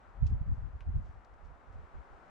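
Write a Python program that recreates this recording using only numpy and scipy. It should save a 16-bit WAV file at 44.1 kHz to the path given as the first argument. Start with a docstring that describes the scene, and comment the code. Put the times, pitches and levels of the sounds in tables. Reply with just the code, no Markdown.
"""Light wind buffeting a stereo microphone near a boulder in a pine forest.
Gusts rumble on the two ports, fuller the harder they blow, and single eddies thump one side.
Far off, the treetops rush as air pours through the needles. Someone climbing the rock makes
a gritty shoe scuff, a dry tap that scatters among the trunks, and a few faint ticks and rubs."""
import sys
import numpy as np
from scipy import signal
from scipy.fft import rfft, irfft, next_fast_len
from scipy.io import wavfile
from scipy.ndimage import uniform_filter1d

SR = 44100
rng = np.random.default_rng(int(sys.argv[2]) if len(sys.argv) > 2 else 0)


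def persist_wave(psi):
    """Save psi, clipped to +-1, as 16-bit WAV."""
    counts = np.round(np.clip(psi, -1, 1) * 32767).astype(np.int16)
    wavfile.write(sys.argv[1], SR, np.atleast_2d(counts).T)


N = 101429
TIME_S = np.arange(N) / SR


def amp(db):
    """Decibels to gain."""
    return 10 ** (np.asarray(db) / 20)


def unit_rms(x):
    """Scale to an rms of 1."""
    return x / np.sqrt(np.mean(x ** 2) + 1e-20)


def curve_at(points, hz):
    """Read (freq_hz, value) points on a log frequency axis."""
    freqs_hz, values = np.transpose(points)
    return np.interp(np.log(hz + 1), np.log(freqs_hz + 1), values)


def equalize(x, response):
    """Zero-phase EQ; response gives the gain at each frequency."""
    size = next_fast_len(N + SR // 2)
    return irfft(rfft(x, size) * response(np.fft.rfftfreq(size, 1 / SR)), size)[..., :N]


def pan(side_db):
    """Constant-power left and right gains; side_db is left minus right."""
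    gains = amp(np.array([[0.5], [-0.5]]) * side_db)
    return gains / np.sqrt(np.mean(gains ** 2, axis=0))


def decay(start_s, t60_s):
    """An envelope that jumps to 1 and falls 60 dB in t60_s."""
    age_s = TIME_S - start_s
    return (age_s >= 0) * np.exp(-np.log(1000) * np.abs(age_s) / t60_s)


def stereo_noise(spectrum, correlation):
    """Coloured noise of rms 1, its width set by (freq_hz, left-right correlation) points."""
    def mid_side_gains(hz):
        angle = np.arccos(np.clip(curve_at(correlation, hz), -1, 1)) / 2
        return amp(curve_at(spectrum, hz)) * [np.cos(angle), np.sin(angle)]
    mid, side = equalize(rng.standard_normal((2, N)), mid_side_gains)
    return unit_rms(np.array([mid + side, mid - side]))


def turbulence(spectrum):
    """Churning air, unrelated at the two ports, with its slow swells evened out."""
    noise = stereo_noise(spectrum, correlation=[(1, 0)])
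    power = signal.fftconvolve(noise ** 2, np.hanning(SR // 20)[None], mode="same", axes=1)
    return unit_rms(noise / np.sqrt(np.abs(power) + 1e-9))


# Puffs of wind on the ports: centre_s, level_db, half_length_s, side_db
WIND_PUFFS = [(0.093, -52.5, 0.018, -0.5), (0.181, -39, 0.017, 11), (0.243, -22.5, 0.02, -4),
              (0.333, -25.5, 0.032, 4), (0.422, -32.5, .012, 2), (0.49, -30, 0.02, 2.5),
              (0.52, -27.5, 0.017, 2.5), (0.586, -36, 0.013, -6), (0.645, -36, 0.045, 10.5),
              (0.756, -39, .018, -1.5), (0.827, -41.5, 0.017, -9.5), (0.891, -30.5, 0.02, 0),
              (0.962, -29.5, 0.032, 0.5), (1.043, -42.5, 0.029, -3.5), (1.102, -42.5, 0.0091, 2),
              (1.169, -47, 0.025, 6.5), (1.329, -52, .025, 2), (1.478, -46, 0.046, -9.5),
              (1.697, -45, 0.014, -6.5), (1.773, -41, 0.024, -1), (1.837, -49, 0.015, -7),
              (1.963, -40, 0.013, -6.5), (1.995, -44.5, 0.018, 8), (2.132, -49.5, 0.021, -4)]
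# Low end of a moderate gust: freq_hz, gain_db
RUMBLE_EQ = [(12, -18), (26, -1.5), (44, 6.5), (70, -2), (115, -20), (160, -25), (250, -37), (400, -48.5),
             (1000, -100.5)]
# Extra body of a hard gust: freq_hz, gain_db
FLUTTER_EQ = [(30, -19.5), (68, 7.5), (110, -1), (160, -14.5), (230, -20), (350, -37), (600, -58),
              (1500, -86)]

def buffeting():
    """Each puff swells and fades on the ports; the harder it blows, the higher its rumble reaches."""
    breeze_db, hard_gust_db = -63.5, -30  # the draught between puffs; the reference for force
    puff_power = sum((pan(side_db) * amp(db)) ** 2 * np.exp(-((TIME_S - centre_s) / half_s) ** 2)
                     for centre_s, db, half_s, side_db in WIND_PUFFS)
    force_db = 10 * np.log10(puff_power + amp(breeze_db) ** 2) - hard_gust_db
    rumble = amp(-33 + 0.94 * force_db) * turbulence(RUMBLE_EQ)
    flutter = amp(-35 + 1.25 * force_db) * turbulence(FLUTTER_EQ)  # grows faster than the rumble
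    return rumble + flutter


# Fader ride of the wind in the treetops, before trim: time_s, level_db
TREETOP_RIDE = [(0, -62), (.5, -64), (1.35, -64), (1.85, -61.5), (2.3, -60)]
# Tone of the needles: freq_hz, gain_db
PINE_EQ = [(25, -1.5), (70, -2.5), (150, -3), (330, -2), (480, -1), (760, 2.5), (1350, 0), (2000, -10),
           (3100, -22), (4500, -29), (6000, -31.5), (7800, -33.5), (10000, -43), (12500, -53.5),
           (16000, -52)]
# Their stereo width: freq_hz, correlation
PINE_CORRELATION = [(80, 0.1), (300, 0.96), (650, .45), (1100, 0.12), (2600, 0.46), (5000, 0.38),
                    (8000, -0.13)]
# Their lean to the left: freq_hz, side_db
PINE_PAN = [(100, -0.5), (400, -0.5), (640, 2), (1030, 6), (2400, 4.5), (4500, -0.5), (8000, -1)]

def treetops():
    """Wind through distant pine needles: a smooth bed that eases, then slowly swells."""
    trim_db = 2.5
    level_db = np.interp(TIME_S, *np.transpose(TREETOP_RIDE))
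    needles = stereo_noise(PINE_EQ, PINE_CORRELATION)
    panned = equalize(needles, lambda hz: pan(curve_at(PINE_PAN, hz)))
    return panned * amp(level_db + trim_db)


# Thumps on one port: centre_s, level_db, width_s, side_db
EDDY_THUMPS = [(0.231, -20, 0.0026, -20), (.415, -23.5, 0.0026, -28), (0.966, -25, 0.0026, -19)]

def eddies():
    """Each eddy is one soft push of pressure with a suction before and after."""
    thumps = np.zeros((2, N))
    for centre_s, db, width_s, side_db in EDDY_THUMPS:
        offset = (TIME_S - centre_s) / width_s
        thumps += pan(side_db) * amp(db) * (1 - offset ** 2) * np.exp(-offset ** 2 / 2)
    return thumps


# Shoe and hand rubbing the rock: peak_s, level_db, rise_s, fall_s
ROCK_RUBS = [(0.27, -72, .02, 0.032), (.55, -86, .06, 0.12), (0.969, -83.5, 0.016, .015),
             (1.055, -80.5, 0.033, 0.073), (1.46, -81, 0.021, 0.02), (1.73, -82.5, .012, .025)]
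# Grit cracking under the shoe: start_s, level_db
GRIT_CRACKS = [(0.2654, -56), (0.2686, -69.5), (.275, -67), (1.248, -71.5), (1.34, -78.5)]
# Tone of scraped granite: freq_hz, gain_db
GRANITE_EQ = [(600, -12), (1600, -6.5), (2600, 3.5), (3800, 1.5), (5500, 2.5), (7500, -3), (9000, -12),
              (12000, -31.5), (14000, -42)]

def scuffs():
    """Grainy rubbing on granite, with sharp cracks where grit gives way."""
    rubbing = sum(amp(db) * np.exp(-np.maximum((peak_s - TIME_S) / rise_s, (TIME_S - peak_s) / fall_s))
                  for peak_s, db, rise_s, fall_s in ROCK_RUBS)
    cracks = sum(amp(db) * decay(start_s, t60_s=0.027) for start_s, db in GRIT_CRACKS)
    grain_db = 2.63 * unit_rms(uniform_filter1d(rng.standard_normal(N), size=40))  # fast level flicker
    friction = stereo_noise(GRANITE_EQ, correlation=[(3000, 0.76), (8000, 0.3)])
    return np.hypot(rubbing, cracks) * amp(grain_db) * friction


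# Two contacts on the rock, close enough to hear as one tap: start_s, level_db
TAP_HITS = [(.8073, -46), (0.81, -54.5)]
# Ring of each contact: pitch_hz, gain_db, t60_s
TAP_RING = [(1670, -7, 0.01), (2270, -0.5, 0.0048), (2570, -10.5, 0.0047), (3930, -27, 0.011),
            (5700, -24, 0.0035)]
# Tone of the scattered tail: freq_hz, gain_db
TAIL_EQ = [(700, -14), (1700, 7), (2600, 12), (4000, -2.5), (6000, -8), (10000, -32)]

def tap():
    """A hard contact rings very briefly and scatters among the trunks and rocks."""
    attack_s, tail_db = 0.000051, -21.5
    ring = np.zeros(N)
    for start_s, db in TAP_HITS:
        age_s = np.maximum(TIME_S - start_s, 0)
        modes = sum(amp(mode_db) * decay(start_s, t60_s) * np.sin(2 * np.pi * hz * age_s)
                    for hz, mode_db, t60_s in TAP_RING)
        ring += amp(db) * modes * (1 - np.exp(-age_s / attack_s))
    tail_envelope = sum(amp(db + tail_db) * decay(start_s, t60_s=0.11) for start_s, db in TAP_HITS)
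    tail = tail_envelope * stereo_noise(TAIL_EQ, correlation=[(1, 1)])  # mono
    return pan(side_db=1.2) * (ring + tail)


def scene():
    """Wind near and far, and the climber on the rock."""
    return buffeting() + treetops() + eddies() + scuffs() + tap()


def record(dry):
    """A brick-wall low-pass takes the very top off the mix."""
    cutoff_hz = 15800
    return equalize(dry, lambda hz: hz < cutoff_hz)


dry = scene()
out = record(dry)
persist_wave(out)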